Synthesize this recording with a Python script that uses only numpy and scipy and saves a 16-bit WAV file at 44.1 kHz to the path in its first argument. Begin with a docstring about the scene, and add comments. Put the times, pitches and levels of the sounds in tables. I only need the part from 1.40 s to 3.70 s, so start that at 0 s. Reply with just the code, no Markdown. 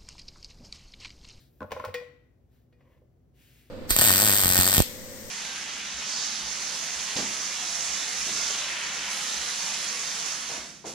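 """A quiet kitchen, the microphone close to an air fryer basket on a stone counter.
A soft swish, probably of clothing, opens over the room's rumble. From 0.2 s the basket is lifted:
its plastic pan knocks, thuds and scrapes on the stone. At 0.54 s, once it is free, the metal insert
drops home with a ringing clack. From 1.3 s the basket is carried off with faint rattles,
and more swishes pass, the last at about 2 s."""
import sys
import numpy as np
from scipy import signal
from scipy.fft import rfft, irfft
from scipy.io import wavfile

SR = 44100
rng = np.random.default_rng(int(sys.argv[2]) if len(sys.argv) > 2 else 0)


def int16_out(signal):
    """Quantize to a 16-bit WAV file."""
    q = np.round(np.clip(np.atleast_2d(signal).T, -1, 1) * 32767)
    wavfile.write(sys.argv[1], SR, q.astype(np.int16))


N = 101429
T, HZ = np.arange(N) / SR, np.fft.rfftfreq(N, 1 / SR)

# how alike the room sounds left and right (frequency [Hz], correlation [0-1])
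ROOM_LIKENESS = [(50, 0.88), (250, 0.74), (600, 0.2), (2000, 0.25), (5000, 0.17), (9000, 0.91),
                 (15000, 0.77)]


def pan():
    """Each knock on the stone rings the damped plastic with a short crunch; the weight thuds beneath."""
    # dull knocks (time [s], level [dB], tilt [dB/octave], pitch of the spot struck [Hz])
    knocks = [(.2055, -8, 3.5, 1480), (0.2183, -1.5, -1.5, 1046), (0.228, -9.5, 5, 1390),
              (.243, -13.5, -8, 510), (.309, -9, 0, 1000), (0.3182, -1.5, 1, 910), (.320, -1.5, 0.5, 754),
              (.329, -6.5, -4.5, 520), (.3645, -1, -3, 1075), (.397, -5, 5, 1010), (.400, -5.5, 1, 1044),
              (.440, 0.5, 0.5, 1346), (.453, -3.5, 2.5, 1060), (.486, -12.5, -7, 535),
              (.612, -14.5, -7, 734), (1.618, -36.5, -12, 523)]
    # modes of the plastic (frequency [Hz], level [dB], t60 [s])
    pan_modes = [(510.5, -35, 0.13), (535, -44.5, 0.15), (597, -40, 0.17), (857, -42.5, 0.12),
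                 (1026, -35.5, 0.051), (1056.6, -40, .085), (1300, -42.5, 0.043), (1372, -41, 0.045),
                 (1470, -46.5, 0.11), (1800, -56, 0.041)]
    # contact noise (frequency [Hz], relative level [dB])
    crunch_spectrum = [(100, -24.5), (400, -15.5), (750, 2), (1400, -5.5), (2100, -11.5), (4000, -28),
                       (8000, -36.5), (16000, -46)]
    # the weight meeting the counter (time [s], level [dB], tilt [dB/octave])
    thuds = [(.208, -1, 7), (0.222, -1.5, -1), (.243, -4, 3), (0.319, -4, 1), (0.346, -6.5, -8.5),
             (0.393, -5.5, -0.5), (0.471, -5, -12), (0.49, -5, -10.5), (0.543, -12, 1)]
    # low modes of a thud (frequency [Hz], level [dB], t60 [s])
    thud_modes = [(90.3, -39, .17), (105.6, -52.5, 0.12), (211, -40, 0.091), (272.8, -41, 0.098),
                  (328, -47.5, 0.039)]
    spot_db, spot_t60_s, crunch_db = -31.5, 0.033, -38
    out = np.zeros((2, N))
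    crunch = noise(crunch_spectrum, alike=0.42)
    for s, db, slope, spot_hz in knocks:
        modes = pan_modes + [(spot_hz, spot_db, spot_t60_s)]
        grit = colour(np.roll(crunch, rng.integers(N), 1), tilt(slope, pivot_hz=870))
        add(out, s, amp(db) * ring(modes, rise_s=0.0011, slope_db=slope, pivot_hz=865))
        add(out, s, amp(db + crunch_db) * grit * decay(t60=0.035))
    for s, db, slope in thuds:
        add(out, s, amp(db) * ring(thud_modes, rise_s=0.0031, slope_db=slope, pivot_hz=130))
    return out


def insert():
    """Metal meets metal: returns the bright, shimmering clicks and the long ring of the modes."""
    # hard clacks (time [s], click level [dB], click tilt [dB/octave], ring level [dB])
    clacks = [(.3085, -14, -1, -28), (.318, .5, -0.5, -22), (.449, -5, 3, -18), (.5418, 0.5, 1.5, 1),
              (0.546, -2.5, -2, -23), (1.326, -34, -2.5, -35), (1.407, -36.5, -8, -39.5)]
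    # modes of the insert (frequency [Hz], level [dB], t60 [s], left minus right [dB])
    metal_modes = [(489.3, -31, 0.47, 5), (1060, -53, 0.409, 2.5), (1873, -40, 0.22, 0.5),
                   (1896, -36, 0.13, -6.5), (1940, -51.5, .52, 16), (2036, -46, 0.15, 8.5),
                   (2050, -44.5, 0.08, -6), (2320, -47, 0.17, 0), (2403, -54.5, .55, 2),
                   (2450, -37.5, 0.2, -3), (2920, -51.5, 0.18, 1.5), (3400, -49.5, 0.27, -0.5),
                   (4340, -51, 0.18, 4), (4730, -52.5, 0.24, 2), (5380, -50.5, .13, 1.5)]
    # contact noise (frequency [Hz], relative level [dB])
    click_spectrum = [(200, -20), (700, -2), (2200, 6), (3500, -1), (5500, -7.5), (8500, -10),
                      (11000, -16.5), (14500, -15.5), (16000, -8.5)]
    click_db, shimmer_db = -34.5, -21.5
    clicks, rings = np.zeros((2, 2, N))
    click = noise(click_spectrum, alike=0.88)
    wires = mesh()
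    sides = [[(hz, db + side * lr, t60) for hz, db, t60, lr in metal_modes] for side in (0.5, -0.5)]
    ringing = np.array([ring(modes, rise_s=0.0026) for modes in sides])
    fade = decay(t60=0.045) + amp(shimmer_db) * decay(t60=0.44)
    for s, db, slope, ring_db in clacks:
        burst = colour(np.roll(click, rng.integers(N), 1), tilt(slope, pivot_hz=2790))
        add(clicks, s, amp(click_db + db) * fade * burst)
        add(clicks, s, amp(db) * wires)
        add(rings, s, amp(ring_db) * ringing)
    return clicks, rings


def mesh():
    """The insert's wire mesh rings in many faint modes, weaker toward the top."""
    low_hz, high_hz = 2603, 7985
    t = T[:SR // 2]
    partials = 0
    for hz in np.geomspace(low_hz, high_hz, num=24):
        gains = rng.standard_normal((2, 1)) / hz
        detuned_hz = hz * rng.uniform(0.98, 1.02)
        partials += gains * np.sin(2 * np.pi * (detuned_hz * t + rng.random()))
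    return amp(-56.5) * unit(partials) * decay(t60=0.28, t=t)


def scrapes():
    """The pan slides: dense tiny slips pass through its resonances."""
    # slides (start [s], length [s], level [dB], tilt [dB/octave])
    slides = [(0.307, 0.202, -2.5, 0), (1.392, 0.2, -23.5, 0), (1.513, 0.032, -23, -2)]
    # resonances of the rubbed pan (frequency [Hz], relative level [dB])
    rub_spectrum = [(150, -37), (400, -14.5), (520, 14.5), (760, -9.5), (1060, 3.5), (1300, -14.5),
                    (1900, -3.5), (2700, -8), (4500, -21), (8500, -24), (14000, -30), (16000, -36.5)]
    scrape_db, edge_s, slips_per_s, spread_db = -47.5, 0.025, 2500, 1.5
    slips = rng.choice([-1, 1], N) * amp(spread_db * np.minimum(rng.exponential(1, N), 4))
    slips *= rng.random(N) < slips_per_s / SR
    rub = unit(colour(slips, amp(read(rub_spectrum))))
    out = np.zeros(N)
    for s, length, db, slope in slides:
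        envelope = np.clip(np.minimum(T - s, s + length - T) / edge_s + 0.5, 0, 1)
        out += amp(scrape_db + db) * envelope * colour(rub, tilt(slope, pivot_hz=898))
    return out


def swishes():
    """Smooth friction hiss near the microphone, probably clothing, swells, holds and fades."""
    # swishes (start [s], attack [s], hold [s], release [s], level [dB], tilt [dB/octave], peak [Hz])
    strokes = [(-.06, 0.039, 0.024, 0.12, -1, 0.5, 4170), (0.04, 0.093, 0.3, .1, -14, 1, 14200),
               (1.089, 0.051, 0.018, 0.13, -11.5, -2.5, 14400), (1.436, 0.076, .03, 0.14, -23, 1, 14300),
               (1.931, 0.089, 0.18, 0.2, -1, 0.5, 2580)]
    # friction hiss (frequency [Hz], relative level [dB])
    hiss_spectrum = [(300, -20), (1100, -15), (1700, -1.5), (2600, -7), (3500, -5), (6000, -8.5),
                     (8500, -7), (11000, -9.5), (14500, -8.5), (16000, -9.5)]
    swish_db, peak_db, peak_octaves = -63.5, 7, 0.39
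    out = np.zeros((2, N))
    for s, attack, hold, release, db, slope, peak_hz in strokes:
        peak = amp(peak_db * np.exp(-(np.log2((HZ + 1) / peak_hz) / peak_octaves) ** 2))
        hiss = colour(noise(hiss_spectrum, alike=0.63), peak * tilt(slope, pivot_hz=4030))
        end = s + attack + hold + release
        envelope = np.clip(np.minimum((T - s) / attack, (end - T) / release), 0, 1)
        out += amp(swish_db + db) * envelope * hiss
    return out


def kitchen(x):
    """A few echoes off the counter, then a diffuse tail that lasts longest around 2 kHz."""
    # reverberation time (frequency [Hz], t60 [s])
    room_t60 = [(100, .25), (500, 0.51), (2000, 0.67), (5000, 0.53), (14000, .27)]
    tail_db, early_db, early_s = -11, -12, 0.015
    hz, t, spectra = signal.stft(rng.standard_normal((2, SR)), SR, nperseg=256)
    spectra = pair(spectra, read(ROOM_LIKENESS, hz)[:, None])
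    spectra *= np.exp(-np.log(1000) * t / read(room_t60, hz)[:, None])
    tail = signal.istft(spectra, SR, nperseg=256)[1][:, :SR]
    tail *= np.minimum(T[:SR] / early_s, 1) ** 2
    response = amp(tail_db) * tail / np.linalg.norm(tail[0])
    for channel in response:
        echoes = (rng.uniform(0.0958, 1, size=8) * early_s * SR).astype(int)
        channel[echoes] += amp(early_db) * rng.choice([-1, 1], len(echoes)) / np.sqrt(len(echoes))
    return signal.fftconvolve(x, response, axes=1)[:, :N]


def room_tone():
    """The kitchen at rest: low rumble and a wavering appliance hum."""
    # room rumble (frequency [Hz], relative level [dB])
    rumble_spectrum = [(15, -42), (28, -25), (50, -6.5), (75, -5.5), (130, -4.5), (200, -15.5),
                       (280, -14.5), (430, -18), (700, -25.5), (900, -34), (1700, -41), (4000, -48),
                       (9000, -47.5), (12000, -54), (15000, -49)]
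    # appliance hum (frequency [Hz], level [dB])
    tones = [(57, -70), (133, -74), (246, -75.5)]
    wavers = 0.67 * unit(colour(rng.standard_normal((len(tones), N)), np.exp(-HZ / 4)))  # radians
    hum = sum(amp(db) * unit(np.sin(2 * np.pi * hz * T + w)) for (hz, db), w in zip(tones, wavers))
    return amp(-62.5) * noise(rumble_spectrum, read(ROOM_LIKENESS)) + hum


def ring(modes, rise_s, slope_db=0, pivot_hz=1):
    """Damped modes struck by one contact, tilted by its hardness."""
    t = T[:SR]
    out = 0
    for hz, db, t60 in modes:
        out += amp(db + slope_db * np.log2(hz / pivot_hz)) * decay(t60, t) * np.sin(2 * np.pi * hz * t)
    return (1 - np.exp(-t / rise_s)) * out


def decay(t60, t=T):
    """Exponential fade by 60 dB in t60 seconds."""
    return np.exp(-np.log(1000) * t / t60)


def noise(spectrum, alike):
    """Two partly alike channels of coloured noise, rms 1."""
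    white = pair(rfft(rng.standard_normal((2, N))), alike)
    return unit(irfft(white * amp(read(spectrum)), N))


def pair(z, alike):
    """Makes the second of two spectra partly like the first."""
    return np.array([z[0], alike * z[0] + np.sqrt(1 - alike ** 2) * z[1]])


def colour(x, gain):
    """Filters by a gain for each frequency."""
    return irfft(rfft(x) * gain, N)


def tilt(slope_db, pivot_hz):
    """Gain sloping by slope_db an octave, for two octaves each side of a pivot."""
    return amp(slope_db * np.clip(np.log2((HZ + 1) / pivot_hz), -2, 2))


def read(points, hz=HZ):
    """Joins table rows on a log-frequency axis."""
    f, value = np.transpose(points)
    return np.interp(np.log(hz + 1), np.log(f + 1), value)


def add(mix, s, sound):
    """Mixes a sound in at time s."""
    part = mix[..., round(s * SR):][..., :sound.shape[-1]]
    part += sound[..., :part.shape[-1]]


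def amp(db):
    """Decibels to gain."""
    return 10 ** (np.asarray(db) / 20)


def unit(x):
    """Scales to rms 1."""
    return x / np.sqrt(np.mean(x ** 2) + 1e-20)


def scene():
    """The basket close up, the kitchen answering behind it, with swishes and room tone."""
    clicks, rings = insert()
    handling = pan() + clicks + scrapes()
    reverb = kitchen(handling + amp(-9) * rings)
    return handling + rings + reverb + swishes() + room_tone()


def record(dry):
    """The recorder shifts the phase between the channels and the two ports differ in level; the recorder cuts
    the top treble."""
    # phase between the channels (frequency [Hz], left lead [rad])
    channel_phase = [(20, 0), (1000, 0), (2000, .3), (3500, 1), (5200, .5), (6000, -1.3), (7500, -2.7),
                     (8600, -3.2), (10000, -3.9), (12000, -5.2), (13300, -6.1), (15500, -6.5)]
    # balance of the ports (frequency [Hz], left minus right [dB])
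    port_balance = [(60, .5), (130, 1.5), (280, 2.5), (550, 0), (1100, 2.9), (2000, 1.2), (4000, 4.5),
                    (8500, 0.5), (14000, -0.5)]
    side = np.array([[0.5], [-0.5]])
    picked_up = colour(dry, np.exp(1j * side * read(channel_phase)) * amp(side * read(port_balance)))
    lowpass = signal.firwin(511, cutoff=15950, window=("kaiser", 9), fs=SR)
    return signal.oaconvolve(picked_up, lowpass[None], "same")


dry = scene()
out = record(dry)
int16_out(out)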